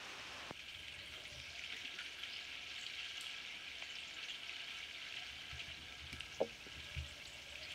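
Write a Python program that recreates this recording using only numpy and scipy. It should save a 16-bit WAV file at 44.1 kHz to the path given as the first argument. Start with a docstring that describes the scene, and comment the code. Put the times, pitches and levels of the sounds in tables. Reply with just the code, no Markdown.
"""A broad, even rush fills the first half second and stops with a soft click; behind it a wood fire flutters in a hut.
Meat sizzles under a domed iron lid: bubbling fat and fizz are filtered bursts and noise, spurts and pops are
decaying crowds of bubbles and pings, and escaping steam hisses and whistles as narrow sliding noise.
Embers snap as short noise, the floor thumps in a few low modes, and wood scuffs softly and knocks once.
A small bird chirps faintly outside in two rising voices; the wooden walls answer as a short noise tail."""
import sys
import numpy as np
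from scipy import signal
from scipy.fft import rfft, irfft, next_fast_len
from scipy.io import wavfile
from scipy.ndimage import map_coordinates

SR = 44100
rng = np.random.default_rng(int(sys.argv[2]) if len(sys.argv) > 2 else 0)


def persist_wave(psi):
    """Save psi, clipped to +-1, as 16-bit WAV."""
    counts = np.round(np.clip(psi, -1, 1) * 32767).astype(np.int16)
    wavfile.write(sys.argv[1], SR, np.atleast_2d(counts).T)


N = 341583
TIME = np.arange(N) / SR  # seconds
RUSH_STOP_S = 0.5091  # when the opening rush stops

# How hard the fat works on the plate. Each row: time in seconds, boiling level in dB before its trim, fizz level in dB.
HEAT_CURVE = [(0.5, -61.5, -62.5), (0.56, -55, -67.5), (1.12, -54, -69), (1.57, -53.5, -60),
              (1.95, -52, -62.5), (2.29, -51.5, -65), (3.17, -49.5, -60), (3.6, -52.5, -64.5),
              (4.03, -51.5, -62.5), (4.38, -50.5, -65), (5.07, -51, -62), (5.55, -52.5, -64),
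              (5.85, -54, -65.5), (6.5, -55, -63.5), (7.29, -54.5, -64), (7.75, -51.5, -62.5)]
# Colour of the frying heard through the gap of the lid. Each row: frequency in Hz, level in dB per Hz.
FAT_SPECTRUM = [(590, -35.5), (1000, -18), (1140, -24), (1310, -17), (1630, -10.5), (1790, -13), (2280, -2),
                (2520, -2.5), (3050, -1), (3650, -6), (4640, -13), (4830, -18), (6660, -20), (11000, -37.5),
                (14300, -104), (22000, -120)]
# Resonances of the air under the lid. Each row: frequency in Hz, width in Hz at half gain, relative level in dB.
LID_MODES = [(1325, 50, -9), (1490, 80, -12), (1640, 60, -5), (2300, 170, -1), (2780, 130, -3),
             (2960, 90, -2), (3160, 140, 0), (3490, 90, -6), (3830, 90, -12), (4220, 120, -9),
             (4570, 150, -4), (5340, 110, -11), (5730, 120, -13), (7940, 150, -18)]


def amp(db):
    """Decibels to gain."""
    return 10 ** (np.asarray(db) / 20)


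def unit(x):
    """Scale to rms 1."""
    return x / np.sqrt(np.mean(x ** 2) + 1e-20)


def along(points, hz):
    """Read (Hz, value) points on a logarithmic frequency axis."""
    f, v = np.transpose(points)
    return np.interp(np.log(hz + 1), np.log(f + 1), v)


def curves(rows):
    """One value per sample for each column after the time."""
    s, *columns = np.transpose(rows)
    return [np.interp(TIME, s, column) for column in columns]


def wobble(rate):
    """A smooth random curve with rate knots a second."""
    knots = rng.standard_normal(int(N * rate / SR) + 4)
    return map_coordinates(knots, [TIME * rate])


def fade(t, t60):
    """Exponential decay by 60 dB in t60 seconds."""
    return np.exp(-np.log(1000) * t / max(t60, 1e-4))


def add(track, s, sound):
    """Mix a sound into the track at s seconds."""
    start = max(round(s * SR), 0)
    part = track[start:][:len(sound)]
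    part += sound[:len(part)]


def coloured(x, gain):
    """Causal minimum-phase filter whose gain is a function of frequency."""
    m = 2 * next_fast_len(N // 2 + 8192)
    log_gain = np.log(np.maximum(gain(np.fft.rfftfreq(m, 1 / SR)), 1e-6))
    cepstrum = irfft(log_gain)
    # fold the second half onto the first: nothing sounds ahead of its cause
    cepstrum[1:m // 2] *= 2
    cepstrum[m // 2 + 1:] = 0
    return irfft(rfft(x, m) * np.exp(rfft(cepstrum)))[:N]


def noise(spectrum):
    """Noise of rms 1 with a given spectrum."""
    return unit(coloured(rng.standard_normal(N), lambda hz: amp(along(spectrum, hz))))


def narrow(hz, width_hz):
    """A fuzzy line of rms 1: slow noise carried on the pitch hz, one value per sample."""
    phase = 2 * np.pi * np.cumsum(hz) / SR
    knots = np.arange(len(hz)) * width_hz / SR
    a, b = (map_coordinates(rng.standard_normal(4096), [knots], mode="mirror") for _ in range(2))
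    return unit(a * np.cos(phase) + b * np.sin(phase))


def hut(x, wet_db):
    """Direct sound plus the decaying answer of the wooden walls, scaled for unchanged power."""
    # Decay of the hut. Each row: frequency in Hz, time to fall 60 dB in seconds.
    wall_decay = [(200, 0.12), (2500, 0.65), (12000, 0.36)]
    hz, t, z = signal.stft(rng.standard_normal(SR // 2), SR, nperseg=256)
    decay = np.exp(-np.log(1000) * t / along(wall_decay, hz)[:, None])
    tail = signal.istft(z * decay, SR, nperseg=256)[1]
    late = np.pad(x, (SR // 300, 0))  # the walls answer after 1/300 s
    echo = signal.fftconvolve(late, tail / np.linalg.norm(tail))[:N]
    return (x + amp(wet_db) * echo) / np.hypot(1, amp(wet_db))


def close_echoes(x, count=14, span_s=0.009, bounce=0.087):
    """A few random, closely spaced reflections cut fine fixed ridges into the spectrum."""
    when, strength = rng.random(count), rng.standard_normal(count)
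    echoes = np.bincount((when * span_s * SR).astype(int) + 1, bounce * strength)
    echoes[0] = 1  # direct sound
    return signal.fftconvolve(x, echoes / np.linalg.norm(echoes))[:N]


def patchy(x, depth_db, order=(5, 9)):
    """Many spots boil on their own, so each region of pitch swells and sinks by itself."""
    z = signal.stft(x, nperseg=256)[2]
    smoothing = np.outer(*map(np.hanning, order))  # over frequency, over time
    field = signal.fftconvolve(rng.standard_normal(z.shape), smoothing, "same")
    return signal.istft(z * amp(depth_db * unit(field)), nperseg=256)[1][:N]


def bubbles(rate, spread_db, cycles, low_hz, high_hz, count=30000, size=128):
    """Tiny bursting bubbles at random times: damped pings of uneven size and pitch."""
    when, pitch, rank, alive = rng.random((count, 4)).T[:, :, None]
    hz = low_hz * (high_hz / low_hz) ** pitch
    t = np.arange(size) / SR
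    happens = alive < rate * N / SR / count
    strength = amp(-spread_db * np.log(rank + 0.01)) * happens * np.sqrt(hz / low_hz)
    pings = strength * np.sin(2 * np.pi * hz * t) * np.exp(-hz * t / cycles)
    places = (when * N).astype(int) + np.arange(size)
    return unit(np.bincount(places.ravel(), pings.ravel())[:N])


def small_events(rate, level_db, spread_db=2, count=80, calm_db=-52):
    """Random events, more frequent and louder with the heat: rows (s, dB, a chance value 0-1)."""
    # rate (per second) and level_db hold where the boiling curve stands at calm_db, an ordinary simmer
    when, luck, size, chance = rng.random((count, 4)).T
    s = when * N / SR
    times, heat_db, _ = np.transpose(HEAT_CURVE)
    over_db = np.interp(s, times, heat_db) - calm_db
    happens = luck < rate * amp(over_db) * N / SR / count
    event_db = level_db + over_db + spread_db * (2 * size - 1)
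    return np.column_stack([s, event_db, chance])[happens]


def puffs(rows, width, glide):
    """Short swells of narrow noise, each sliding a little in pitch."""
    out = np.zeros(N)
    for s, db, hz, length in rows:
        u = np.linspace(-1, 1, int(length * SR))
        pitch = hz * (1 + glide * rng.uniform(-0.948, 1) * u)
        swell = np.cos(np.pi / 2 * u)
        add(out, s - length / 2, amp(db) * swell * narrow(pitch, width * hz))
    return out


def under_lid(x, ring_db):
    """Frying heard through the gap of the lid, whose cavity lifts a few narrow bands."""
    def gain(hz):
        ring = sum(amp(db) / (1 + (2 * (hz - fc) / width) ** 2) for fc, width, db in LID_MODES)
        return amp(along(FAT_SPECTRUM, hz)) + amp(ring_db) * ring
    return unit(coloured(x, gain))


def rush(click_db=-32.0, click_hz=2400, fall_s=0.00028, click_t60=0.022):
    """A broad, even rush stops dead with a soft click whose pitch drops into the bass."""
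    # Colour of the rush. Each row: frequency in Hz, level in dB per Hz.
    rush_spectrum = [(60, -13), (150, -6), (280, 0.5), (400, -1), (700, 2), (1300, 4), (2000, 3.5),
                     (2800, 7), (4000, -2.5), (9000, -21), (15000, -62)]
    out = amp(-51.5) * noise(rush_spectrum) * (TIME < RUSH_STOP_S)
    t = TIME[:SR // 20]
    phase = 2 * np.pi * np.cumsum(click_hz / (1 + t / fall_s)) / SR
    add(out, RUSH_STOP_S, amp(click_db) * np.sin(phase) * fade(t, click_t60))
    return out


def air(lower_hz=602, upper_hz=702, air_db=-66.5, hush_depth_db=-3, recovery_s=0.74):
    """Still hut air as soft noise with two faint wavering tones, all hushed just after the rush."""
    # Two hollow tones take turns. Each row: time in seconds, lower tone in dB, upper tone in dB, before a 1 dB cut.
    hollow_levels = [(.7, -80, -86), (.9, -71, -85), (1.42, -68, -73), (1.55, -77, -71.5), (3.5, -92, -74),
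                     (5.6, -86, -71.5), (6.6, -77, -77), (6.8, -69, -82), (7.75, -67, -71)]
    # Colour of the still air. Each row: frequency in Hz, level in dB per Hz.
    air_spectrum = [(30, -5.5), (70, -1), (150, -2), (280, 1.5), (380, 0), (520, -0.5), (640, -1),
                    (800, -1), (1100, -3), (1600, -9.5), (4000, -40)]
    lower_db, upper_db = curves(hollow_levels)
    since = (TIME - RUSH_STOP_S) / recovery_s
    hush_db = hush_depth_db * (since > 0) * np.clip(1 - since ** 2, 0, 1)

    def wavering(hz, db):
        return amp(db + 2.5 * wobble(20)) * narrow(hz + 14 * wobble(8), width_hz=90)
    tones = wavering(lower_hz, lower_db) + wavering(upper_hz, upper_db)
    still = amp(air_db + 0.6 * wobble(3.805)) * noise(air_spectrum)
    return amp(hush_db) * (still + amp(-1) * tones)


def fire(spray_over_crack=14):
    """Flames flutter as low noise under the plate; embers snap with a sharp crack, then a short spray."""
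    # Flutter of the flames. Each row: time in seconds, level in dB.
    flame_levels = [(0.0, -71), (1.1, -67), (1.8, -72), (3.3, -73.5), (4.85, -74), (5.6, -66), (7.0, -64),
                    (7.75, -67.5)]
    # Ember snaps. Each row: start in seconds, level in dB before a 3 dB lift, time for the crack to fall 60 dB in seconds.
    ember_snaps = [(1.6535, -60, .004), (1.767, -55, .008), (3.053, -56, .004), (3.2099, -45, 0.012),
                   (6.1288, -41.5, 0.0019), (7.72, -46, .003)]
    # Colours of flames and embers. Each row: frequency in Hz, level in dB per Hz.
    flame_spectrum = [(20, -37), (38, -22), (55, -4), (70, 1.5), (102, -7.5), (131, -7), (211, -18),
                      (300, -15), (390, -27), (660, -120)]
    ember_spectrum = [(500, -44), (3000, 0), (8000, 1), (15000, -17)]
    flame_db, = curves(flame_levels)
    snaps, t = np.zeros(N), TIME[:SR // 5]
    for s, db, crack_s in ember_snaps:
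        shape = fade(t, crack_s) + amp(-15.5) * fade(t, spray_over_crack * crack_s)
        add(snaps, s, amp(db + 3.0) * shape * (1 - fade(t, 0.00056)))
    flutter = amp(flame_db + 1.2 * wobble(6)) * noise(flame_spectrum)
    return flutter + hut(snaps * noise(ember_spectrum), wet_db=-3)


def simmer():
    """A quiet, even simmer sounds the three lowest resonances of the lid."""
    # Low simmer under the lid. Each row: time in seconds, level in dB.
    simmer_levels = [(1.2, -78), (2.2, -71.5), (5.0, -69.5), (6.8, -67.5), (7.75, -85)]
    level_db, = curves(simmer_levels)
    bands = sum(amp(db) * narrow(np.full(N, hz), width_hz=2 * width) for hz, width, db in LID_MODES[:3])
    return amp(level_db + 3.7 * wobble(14)) * unit(bands)


def sizzle(boil_trim_db=-0.29):
    """Fat boils in clumps of bubbles; a finer fizz and steam lie on top, a low simmer beneath."""
    # High hiss of the steam. 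Each row: time in seconds, level in dB.
    steam_levels = [(0.5, -70.5), (1.3, -69.5), (1.55, -71), (3.05, -71), (3.6, -72.5), (5.55, -71),
                    (6.0, -71.5), (6.7, -71.5), (6.8, -69), (7.75, -69.5)]
    # Colours of fizz and steam. Each row: frequency in Hz, level in dB per Hz.
    fizz_spectrum = [(2240, -20), (3800, -1.5), (4700, -7), (5400, -3.5), (6630, -9.5), (8170, -24.5),
                     (9670, -28), (11000, -31), (14300, -63), (22000, -120)]
    steam_spectrum = [(2000, -21), (6000, 7.5), (9000, 3.5), (10000, -0.5), (10400, -6), (10900, -1),
                      (11400, 0), (12200, -3), (15500, -6.5)]
    heat_db, fizz_db = curves(HEAT_CURVE)
    steam_db, = curves(steam_levels)

    coarse = bubbles(rate=1800, spread_db=3.0, cycles=2.2, low_hz=1202, high_hz=5200, size=200)
    coarse = unit(coarse * amp(1.4 * wobble(70)))
    boil = under_lid(coarse + amp(-1) * rng.standard_normal(N), ring_db=-8)
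    boil = unit(patchy(boil, depth_db=1.1))
    boil = boil * amp(heat_db + boil_trim_db + 1.0 * wobble(35))

    fine = bubbles(rate=1400, spread_db=3.4, cycles=2.4, low_hz=4170, high_hz=11400)
    fine = unit(fine * amp(2.5 * wobble(45)))
    fizz = coloured(fine + amp(1.0) * rng.standard_normal(N), lambda hz: amp(along(fizz_spectrum, hz)))
    # the fizz bounces a few times inside the lid
    fizz = unit(patchy(close_echoes(fizz, bounce=0.1), depth_db=1.3))
    fizz = fizz * amp(fizz_db + 0.27 * wobble(6.3))

    steam = unit(patchy(noise(steam_spectrum), depth_db=2.6))
    steam = steam * amp(steam_db + 0.65 * wobble(8))
    return hut(boil, wet_db=-5.0) + hut(fizz, wet_db=-12) + steam + simmer()


def spurts(sputter_hz=3000, spurt_t60=0.12):
    """Each drop of fat flashes into a crowd of bubbles and a sliding sputter of steam that die away."""
    # Big drops flaring up on the plate. 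Each row: start in seconds, level in dB before an 11 dB cut.
    big_drops = [(0.593, -36.5), (0.685, -39.5), (0.742, -37.5), (1.251, -35.5), (1.638, -35), (1.72, -32),
                 (1.7654, -40), (1.848, -32), (1.9875, -33), (2.06, -36.5), (2.23, -35), (2.359, -36),
                 (2.57, -42), (2.9947, -33), (3.044, -41), (4.028, -40), (4.2266, -32.5), (4.2836, -35.5),
                 (4.485, -37), (4.606, -40), (4.704, -36), (5.1632, -32), (5.5928, -29.5), (6.798, -38.5),
                 (7.704, -35.5)]
    flare, t = np.zeros(N), TIME[:SR // 2]
    small = [(s, db) for s, db, _ in small_events(rate=8, level_db=-49)]
    for s, db in [*big_drops, *small]:
        add(flare, s, amp(db - 11.0) * fade(t, spurt_t60) * (1 - fade(t, 0.0078)))
    crowd = bubbles(rate=3800, spread_db=2.5, cycles=3.1, low_hz=1840, high_hz=10000)
    crowd = under_lid(crowd, ring_db=-26)
    sputter = narrow(sputter_hz * np.exp(0.07 * wobble(35)), width_hz=530)
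    return hut(flare * (crowd + amp(-4.0) * sputter), wet_db=-10.5)


def squeaks(low_hz=1350, high_hz=6000, typical_s=0.028):
    """Vapour squeezes through pinholes in the fat: brief, thin whistles that slide up or down."""
    rows = []
    for s, db, u in small_events(rate=34, level_db=-52, count=500):
        hz = low_hz * (high_hz / low_hz) ** u
        length = typical_s * (0.5 + rng.random())
        rows.append((s, db + along(FAT_SPECTRUM, hz), hz, length))
    return hut(puffs(rows, width=0.06, glide=0.09), wet_db=-12)


def pops(low_hz=2300, high_hz=4400, small_ring_s=0.0067, crack_db=0.5):
    """A blister bursts: a sharp crack, then a brief ping and a weaker spray, both muffled by the lid."""
    # Single blisters. Each row: start in seconds, level in dB before each part's own offset,
    # ping pitch in Hz, time for the ping to fall 60 dB in seconds.
    blisters = [(0.8829, -21.5, 2700, 0.0036), (0.925, -29, 2870, .0067), (1.4003, -24, 3000, .003),
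                (1.5937, -22.5, 2340, .007), (1.638, -25, 2620, .0055), (1.7015, -29, 2300, .012),
                (1.7663, -25, 2360, .0033), (1.9875, -21, 1690, 0.0096), (2.2345, -24.5, 3110, 0.0098),
                (2.8645, -22.5, 3130, 0.0074), (3.1592, -28, 2830, .007), (3.2021, -29, 2770, 0.0045),
                (3.2668, -28, 2900, 0.01), (3.823, -22.5, 2420, 0.0081), (3.9537, -25, 2550, 0.0042),
                (4.1107, -23, 2000, 0.0045), (4.3045, -25, 3220, .0093), (4.408, -31, 3140, .005),
                (4.433, -28.5, 2990, 0.012), (4.4944, -23, 2580, 0.0071), (4.566, -21.5, 2390, .004),
                (4.911, -29, 2263, 0.0079), (5.1242, -25, 2760, 0.0074), (5.5134, -24, 2220, 0.0059),
                (5.6014, -34, 2760, 0.0031), (5.924, -34, 2350, 0.015), (6.1292, -24.5, 2300, 0.0061),
                (6.2062, -21, 2830, 0.008), (6.803, -28, 3980, .004), (6.9483, -25.5, 2460, 0.0068),
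                (6.9806, -25, 3000, .002), (7.1793, -27, 3770, 0.0033), (7.5558, -24.5, 2540, 0.007),
                (7.6267, -33, 3000, .003), (7.72, -22, 2800, 0.0016)]
    # Colour of the crack. Each row: frequency in Hz, level in dB.
    crack_spectrum = [(700, -25), (2200, -1), (4200, -5), (6000, -10), (9000, -24), (15000, -36)]
    cracks, pings, spray, t = np.zeros(N), np.zeros(N), np.zeros(N), TIME[:SR // 10]
    small = [(s, db, low_hz + u * (high_hz - low_hz), small_ring_s)
             for s, db, u in small_events(rate=100, level_db=-40.5, count=1200)]
    for s, db, hz, ring_s in [*blisters, *small]:
        add(cracks, s, amp([db + crack_db]))  # a single sample
        ping = np.sin(2 * np.pi * hz * t) * fade(t, ring_s) * (1 - fade(t, 0.0015))
        add(pings, s, amp(db - 2.0) * ping)
        add(spray, s, amp(db - 14.5) * fade(t, 0.042))
    burst = pings + spray * rng.standard_normal(N)
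    burst = coloured(burst, lambda hz: amp(along(FAT_SPECTRUM, hz)))
    cracks = coloured(cracks, lambda hz: amp(along(crack_spectrum, hz)))
    return hut(burst + cracks, wet_db=-7)


def thumps(rise_s=0.09):
    """Soft blows swell the low modes of the wooden floor."""
    # Blows. Each row: start in seconds, level in dB before a 4.5 dB lift.
    blows = [(0.76, -60), (0.954, -57), (1.309, -55), (1.355, -51), (1.474, -57), (5.3, -58),
             (5.515, -46.5), (5.671, -54.5), (5.783, -53), (6.015, -49.5), (6.117, -47), (6.751, -53),
             (6.958, -37.5)]
    # Floor modes. Each row: frequency in Hz, mean relative level in dB, time to fall 60 dB in seconds.
    floor_modes = [(76.5, 2, 0.25), (128, -2.5, 0.22), (153, -0.5, 0.067), (268, -21, 0.065)]
    out, t = np.zeros(N), TIME[:SR // 2]
    for s, db in blows:
        ring = np.zeros(len(t))
        for hz, level, t60 in floor_modes:
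            gain = amp(level + rng.normal(0, 0.39))
            ring += gain * fade(t, t60) * np.sin(2 * np.pi * (hz * t + rng.random()))
        add(out, s, amp(db + 4.5) * ring * (1 - fade(t, rise_s)) ** 2)
    return out


def jets(ragged_db=3.5):
    """Ragged swells of noise: steam spits through small openings in the skin, with sputters and ticks."""
    # Hisses, low sputters and very short bright ticks.
    # Each row: middle in seconds, level in dB, pitch in Hz, length in seconds.
    hisses_and_ticks = [(0.795, -71, 9600, .05), (0.94, -70, 8500, 0.052), (1.066, -69, 9300, 0.043),
                        (1.16, -61.5, 1396, 0.058), (1.29, -73, 9500, .06), (1.4, -61.5, 5240, 0.24),
                        (1.555, -59, 4540, 0.065), (1.73, -57.5, 1453, 0.07), (1.766, -54, 1890, 0.093),
                        (1.995, -52, 1574, 0.054), (2.03, -74, 9100, 0.14), (2.215, -75, 11800, 0.09),
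                        (2.342, -57.5, 4720, 0.14), (2.81, -64, 7050, 0.17), (2.867, -41, 4260, 0.007),
                        (3.956, -47, 5050, 0.0079), (4.0, -66, 8000, 0.055), (4.477, -53.5, 5060, 0.018),
                        (6.2005, -57, 8900, 0.003), (6.215, -70, 8700, 0.035), (6.345, -61, 6020, 0.059),
                        (6.649, -53.5, 5670, 0.013), (7.258, -51, 4150, 0.016), (7.639, -52, 4500, 0.056)]
    spitting = unit(amp(ragged_db * wobble(220) + 2 * wobble(60)))
    return hut(puffs(hisses_and_ticks, width=0.3, glide=0.0513) * spitting, wet_db=-12)


def scuffs():
    """Dull, soft scuffs, and one low tick under a bursting blister, as swells of broad noise."""
    # Scuffs and the tick. Each row: middle in seconds, level in dB, pitch in Hz, length in seconds.
    scuffs_and_tick = [(1.2, -65.5, 527, 0.14), (1.37, -71, 202.4, 0.14), (1.75, -66, 333, 0.085),
                       (1.85, -62.5, 294, 0.045), (1.95, -63.5, 285, 0.071), (3.826, -50.5, 940, 0.0056),
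                       (5.81, -65, 259, 0.12), (6.142, -57, 266, 0.053), (6.672, -59, 293, 0.035),
                       (6.79, -66.5, 262, 0.064)]
    return puffs(scuffs_and_tick, width=0.91, glide=0.12)


def bird(sweep_hz=2000, rise_s=0.00395, length_s=0.019, lower_voice=0.9):
    """Thin two-voiced chirps sweep up and level off, blurred by echo."""
    # Chirps. Each row: start in seconds, level in dB before a 4 dB cut, top pitch of the upper voice in Hz.
    chirps = [(3.832, -60, 7400), (3.894, -59, 7400), (4.071, -59, 7430), (4.135, -60, 7500),
              (4.288, -58, 7400), (4.243, -58, 6630), (7.077, -60, 8100), (7.266, -56.5, 8060),
              (7.328, -59.5, 8100), (7.49, -64, 8050), (7.553, -68, 8050), (7.685, -64, 7400)]
    out = np.zeros(N)
    t = TIME[:int(length_s * SR)]
    for s, db, top_hz in chirps:
        hz = top_hz - sweep_hz * np.exp(-t / rise_s)
        voices = narrow(hz, width_hz=160) + amp(-1.5) * narrow(lower_voice * hz, width_hz=170)
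        add(out, s, amp(db - 4.0) * voices * signal.windows.tukey(len(t), 0.4))
    return hut(close_echoes(out, span_s=0.03, bounce=0.19), wet_db=-27)


def knock(ring_db=-22, rattle_db=-20, rattle_hz=500, rattle_t60=0.07):
    """A dull, bouncing knock: each contact is a few low cycles, then the wood rings and rattles briefly."""
    # Contacts of the hollow knock. Each row: start in seconds, level in dB, pitch in Hz, time to the peak in seconds.
    contacts = [(6.4044, -29.5, 630, 0.0022), (6.4137, -23.5, 560, 0.0017), (6.4246, -34, 500, 0.0036),
                (6.446, -48, 497, .0026), (6.665, -52, 475, 0.0028)]
    # Modes of the knocked wood. Each row: frequency in Hz, relative level in dB, time to fall 60 dB in seconds.
    wood_modes = [(226, 0, 0.29), (311, 9, 0.081), (471, 7, 0.17), (550, 15.5, 0.057), (760, 10, 0.069),
                  (770, -5, 0.069)]
    out, t = np.zeros(N), TIME[:SR // 4]
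    ring = sum(amp(db) * fade(t, t60) * np.sin(2 * np.pi * hz * t) for hz, db, t60 in wood_modes)
    for s, db, hz, contact_s in contacts:
        push = (t / contact_s) ** 2 * np.exp(2 - 2 * t / contact_s)
        rattle = narrow(np.full(len(t), rattle_hz), width_hz=530) * fade(t, rattle_t60)
        tail = (amp(ring_db) * ring + amp(rattle_db) * rattle) * (1 - fade(t, 0.0092))
        add(out, s, amp(db) * (push * np.sin(2 * np.pi * hz * t) + tail))
    return hut(out, wet_db=-29)


def scene():
    """Everything around the grill, heard from one place in the hut by one microphone."""
    grill = fire() + sizzle() + spurts() + squeaks() + pops() + jets()
    surroundings = rush() + air() + thumps() + scuffs() + bird() + knock()
    return (grill + surroundings)[None]


def record(dry, top_hz=15750):
    """The microphone's signal keeps nothing at or above its band limit."""
    m = next_fast_len(N + SR // 2)
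    passed = np.fft.rfftfreq(m, 1 / SR) < top_hz
    return irfft(rfft(dry, m) * passed, m)[..., :N]


dry = scene()
out = record(dry)
persist_wave(out)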